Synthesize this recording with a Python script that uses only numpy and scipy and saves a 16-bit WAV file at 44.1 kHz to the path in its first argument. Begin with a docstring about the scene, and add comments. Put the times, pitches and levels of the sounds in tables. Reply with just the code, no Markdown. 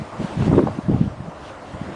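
"""In an open car park, a burning staff is spun a few metres away.
On each fast swing the flames tear away from the wicks and relight in small puffs: a ragged,
low flutter with a roar under it. Pockets of fuel vapour pop softly, and the flame rips as it splits.
The wicks hiss as they sweep by, over a steady outdoor wash, a distant hum and two faint chirps."""
import sys
import numpy as np
from scipy import signal
from scipy.fft import rfft, irfft
from scipy.io import wavfile
from scipy.ndimage import uniform_filter1d

SR = 44100
rng = np.random.default_rng(int(sys.argv[2]) if len(sys.argv) > 2 else 0)


def put_to_file(sound):
    """Save the sound as 16-bit audio at rate SR, in the file named by the first command-line argument."""
    columns = np.atleast_2d(sound).T  # one column per channel
    safe = np.clip(columns, -1, 1)
    whole_steps = np.round(safe * 32767)
    wavfile.write(sys.argv[1], SR, whole_steps.astype(np.int16))


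N = 85995
TIME = np.arange(N) / SR

# the flame's flutter, one list for each swing (time [s], relative level [dB], tone [Hz])
SWING_FLUTTERS = [
    [(0, -29.5, 150), (.02, -36, 160), (.05, -41, 130)],
    [(.12, -47, 248), (.165, -39.5, 150), (.192, -34, 150), (.207, -24, 204), (.25, -30, 200),
     (.275, -52, 220)],
    [(.29, -36, 248), (.355, -34.5, 166), (.375, -21, 115), (.42, -20, 140), (.45, -21.5, 150),
     (.50, -19, 205), (.555, -17.5, 210), (.595, -16.5, 255), (.632, -23, 238), (.648, -28, 192),
     (.68, -23.5, 152), (.72, -31.5, 142), (.775, -33.5, 208), (.83, -51, 170)],
    [(.84, -31.5, 140), (.878, -31, 150), (.89, -23, 181), (.92, -17, 165), (.975, -25.5, 147),
     (1.025, -21.5, 179), (1.07, -25.5, 164), (1.085, -28.5, 130)],
    [(1.1, -35, 120), (1.125, -32, 105), (1.15, -42, 120), (1.21, -33.5, 119), (1.28, -38, 157),
     (1.305, -41, 170)],
    [(1.39, -62, 110), (1.46, -44.5, 111), (1.52, -45, 120), (1.555, -56, 120)],
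    [(1.63, -47, 110), (1.725, -44, 130), (1.745, -26, 118), (1.79, -52, 150), (1.86, -35, 199),
     (1.885, -29.5, 217), (1.95, -43, 215)],
]
# vapour catching at once (time [s], peak level [dB], tone [Hz], roundness: higher rings longer)
VAPOUR_POPS = [(0.02, -21, 163, 1.3), (0.2003, -16, 159, 1.6), (0.2462, -15, 181, 15),
               (0.4096, -10, 147, 2.8), (0.4229, -9.5, 173, 6.5), (0.481, -9, 245, 1.2),
               (0.5, -6, 135, 2.5), (0.5305, 0, 215, 1.4), (0.5493, -8, 240, 0.88),
               (0.555, -20.5, 55.3, 2.5), (0.5761, -3.5, 210, 2.5), (.5825, -3.5, 348, 4.4),
               (.5875, -16, 380, 1.4), (0.5931, -5.5, 329, 9.8), (.6388, -5.5, 210.5, 2.4),
               (0.662, -12.5, 190, 2.6), (0.6714, -14.5, 400, 1.1), (.6865, -24, 400, 2.1),
               (0.7898, -12.5, 226, 5.1), (0.8873, -9.5, 202, 5.9), (0.8929, -13.5, 223, 5.4),
               (0.8988, -5.5, 219, 2.1), (0.9476, -4, 155, 2.3), (0.9626, -13, 230, 1.1),
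               (1.0140, -4, 185, 5.1), (1.028, -19, 169, 1.3), (1.0786, -16.5, 106, 1.6),
               (1.2057, -21, 156, 2.6), (1.286, -22.5, 175, 9.6), (1.8166, -17, 180, 3.2)]
# the flame splitting (time [s], level [dB])
FLAME_RIPS = [(0.204, -33), (0.425, -26), (0.48, -25.5), (0.516, -24), (0.53, -20.5), (0.54, -24),
              (0.583, -17.5), (.593, -17.5), (0.673, -19.5), (0.6855, -23), (0.887, -35.5), (.898, -41),
              (.942, -32), (0.965, -33.5), (1.013, -37)]
# tone colour of a rip (frequency [Hz], relative level [dB])
RIP_COLOUR = [(150, -21), (450, 6.5), (700, 5), (1200, -6), (1700, -17), (2600, -30), (6000, -56)]
# tone colour of the flame's roar (frequency [Hz], relative level [dB])
ROAR_COLOUR = [(20, -21.5), (45, -3), (80, 6.5), (200, -10), (400, 3), (800, -16), (1400, -26), (2200, -31),
               (5000, -52), (10000, -52)]
# a wick sweeping past (time when closest [s], half length [s], level [dB])
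WICK_PASSES = [(0, 0.044, -51), (0.247, 0.048, -43.5), (.335, 0.036, -46.5), (.42, 0.031, -42.5),
               (.466, 0.02, -40.5), (.565, 0.043, -46), (0.709, 0.1, -52.5), (1.004, 0.091, -53),
               (1.482, 0.034, -48), (1.70, .03, -53), (1.83, 0.076, -55), (1.95, 0.021, -51)]
# tone colour of a wick's hiss (frequency [Hz], relative level [dB])
HISS_COLOUR = [(100, -25), (500, -3.5), (1200, -3), (2000, -0.5), (2800, 3.5), (4200, -4.5), (6500, -10),
               (10000, -17.5)]
# tone colour of the outdoor wash (frequency [Hz], relative level [dB])
WASH_COLOUR = [(20, -31), (45, -23), (85, 2.5), (150, -11), (230, -4), (305, -5), (420, -6), (600, -1),
               (790, -5), (1100, -7), (1550, -12.5), (2400, -21), (5000, -30), (10000, -38)]
# the wash's gentle rise and fall (time [s], level [dB])
WASH_LOUDNESS = [(0, -36), (.3, -33.5), (.6, -34), (.85, -37), (1.2, -39.5), (1.45, -35.5), (1.62, -38),
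                 (1.75, -36), (1.95, -35.5)]
# a faint, wavering hum far away (frequency [Hz], width [Hz], level [dB])
HUM_TONES = [(299, 39, -51.5), (625.6, 21.4, -49.5)]
# thin, high chirps (time [s], half length [s], level [dB])
HIGH_CHIRPS = [(.337, 0.009, -55), (.52, 0.014, -61)]

PUFFS_PER_S = 130
PUFF_SKEW = 0.27  # how lopsided a puff's pressure swing is [radians]


def flutter(swing):
    """The torn flame relights in an uneven run of small puffs."""
    times, levels, tones = np.transpose(swing)
    out = np.zeros(N)
    # chance nudges each puff's timing, loudness, tone and shape
    for k, (late, softer, higher, lean) in enumerate(rng.standard_normal(size=(160, 4))):
        at = times[0] + (k + .24 * late) / PUFFS_PER_S
        if at < times[-1]:
            hz = np.interp(at, times, tones) * np.exp(0.25 * np.tanh(higher))
            db = np.interp(at, times, levels) - 0.5 * np.tanh(softer)
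            pulse = puff(hz, roundness=3.04, skew=PUFF_SKEW + lean)
            pulse *= np.sqrt(SR / PUFFS_PER_S) / np.linalg.norm(pulse)  # same energy at any tone
            add(out, at, pulse * gain(db))
    return gain(-0.5) * out


def puff(hz, roundness, skew, size=4096):
    """A pocket of burning gas makes one pressure swing, strongest around hz."""
    treble_slope = 1.75
    ratio = np.fft.rfftfreq(size, 1 / SR) / hz
    spectrum = (ratio * np.exp((1 - ratio ** treble_slope) / treble_slope)) ** roundness
    pulse = np.fft.fftshift(irfft(spectrum * np.exp(1j * skew)))
    return -pulse / abs(pulse).max()


def pops():
    """Larger pockets of vapour catch fire with a soft thud."""
    out = np.zeros(N)
    for at, db, hz, roundness in VAPOUR_POPS:
        add(out, at, gain(db) * puff(hz, roundness, PUFF_SKEW))
    return out


def rips():
    """The sheet of flame splits with very short, brighter bursts of noise."""
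    half_length_s = 0.0031
    tearing = noise(RIP_COLOUR, patch_db=0)
    out = np.zeros(N)
    for at, db in FLAME_RIPS:
        bell = swells([(at, half_length_s, 0)])
        bell_level = np.sqrt(np.mean(bell ** 2))
        out += gain(db) * bell_level * unit_level(bell * tearing)
    return out


def roar():
    """Swirling gas in the flame roars, growing louder with the flutter."""
    times, flutter_db, _ = np.vstack(SWING_FLUTTERS).T
    full_flutter_db, full_roar_db, growth = -19.5, -26.5, 1.85
    above_full_db = np.interp(TIME, times, flutter_db) - full_flutter_db
    return noise(ROAR_COLOUR, patch_db=5) * gain(full_roar_db + growth * above_full_db)


def wick_hiss():
    """A hiss swells and fades as each wick sweeps past."""
    return swells(WICK_PASSES) * noise(HISS_COLOUR, patch_db=1.5)


def outdoors():
    """A distant wash of noise and a hum, with two faint, high chirps."""
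    wash_db = np.interp(TIME, *np.transpose(WASH_LOUDNESS))
    wash = noise(WASH_COLOUR, patch_db=2) * gain(wash_db)
    hum = sum(gain(db) * fuzzy_tone(hz, width) for hz, width, db in HUM_TONES)
    chirps = swells(HIGH_CHIRPS) * fuzzy_tone(hz=8350, width_hz=55)
    return wash + hum + chirps


def noise(colour, patch_db, size=1024):
    """Noise of a given tone colour, with drifting louder and softer patches."""
    hz = np.fft.rfftfreq(size, 1 / SR)
    hop = size // 4
    real, imaginary, patches = rng.standard_normal((3, N // hop + 5, len(hz)))
    patches = uniform_filter1d(patches, size=7, axis=0)  # smooth over time
    patches = unit_level(uniform_filter1d(patches, size=12, axis=1))  # and over frequency
    colour_hz, colour_db = np.transpose(colour)
    db = np.interp(np.log(hz + 1), np.log(colour_hz), colour_db)
    spectra = (real + 1j * imaginary) * gain(db + patch_db * patches)
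    _, sound = signal.istft(spectra.T, nperseg=size, noverlap=size - hop)
    return unit_level(sound[:N])


def fuzzy_tone(hz, width_hz):
    """A band of noise so narrow that it sounds like a wavering tone."""
    band = np.exp(-((np.fft.rfftfreq(N, 1 / SR) - hz) / width_hz) ** 2)
    return unit_level(irfft(rfft(rng.standard_normal(N)) * band, N))


def swells(rows):
    """A loudness curve of bell shapes, from rows of (time [s], half length [s], level [dB])."""
    power = sum(gain(db) ** 2 * np.exp(-((TIME - at) / half) ** 2) for at, half, db in rows)
    return np.sqrt(power)


def gain(db):
    """Turns decibels into a number to multiply by."""
    return 10 ** (np.asarray(db) / 20)


def unit_level(x):
    """Scales a signal so that its average level (rms) is 1."""
    return x / np.sqrt(np.mean(x ** 2) + 1e-20)


def add(mix, centre_s, sound):
    """Mixes in a sound with its middle at the given time."""
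    first = int(round(centre_s * SR)) - len(sound) // 2
    start, end = max(first, 0), min(first + len(sound), len(mix))
    if end > start:
        mix[start:end] += sound[start - first:end - first]


def scene():
    """The flames and wicks over the outdoor background, in mono."""
    flame = sum(flutter(swing) for swing in SWING_FLUTTERS) + roar() + pops() + rips()
    return (flame + wick_hiss() + outdoors())[None]


def record(dry):
    """Rounds off the highest peaks and cuts the top of the treble."""
    ceiling, cutoff_hz = .78, 10100
    rounded = dry / (1 + (dry / ceiling) ** 6) ** (1 / 6)
    treble_cut = signal.firwin(801, cutoff_hz, window=("kaiser", 9), fs=SR)
    return signal.oaconvolve(rounded, treble_cut[None], "same")


dry = scene()
out = record(dry)
put_to_file(out)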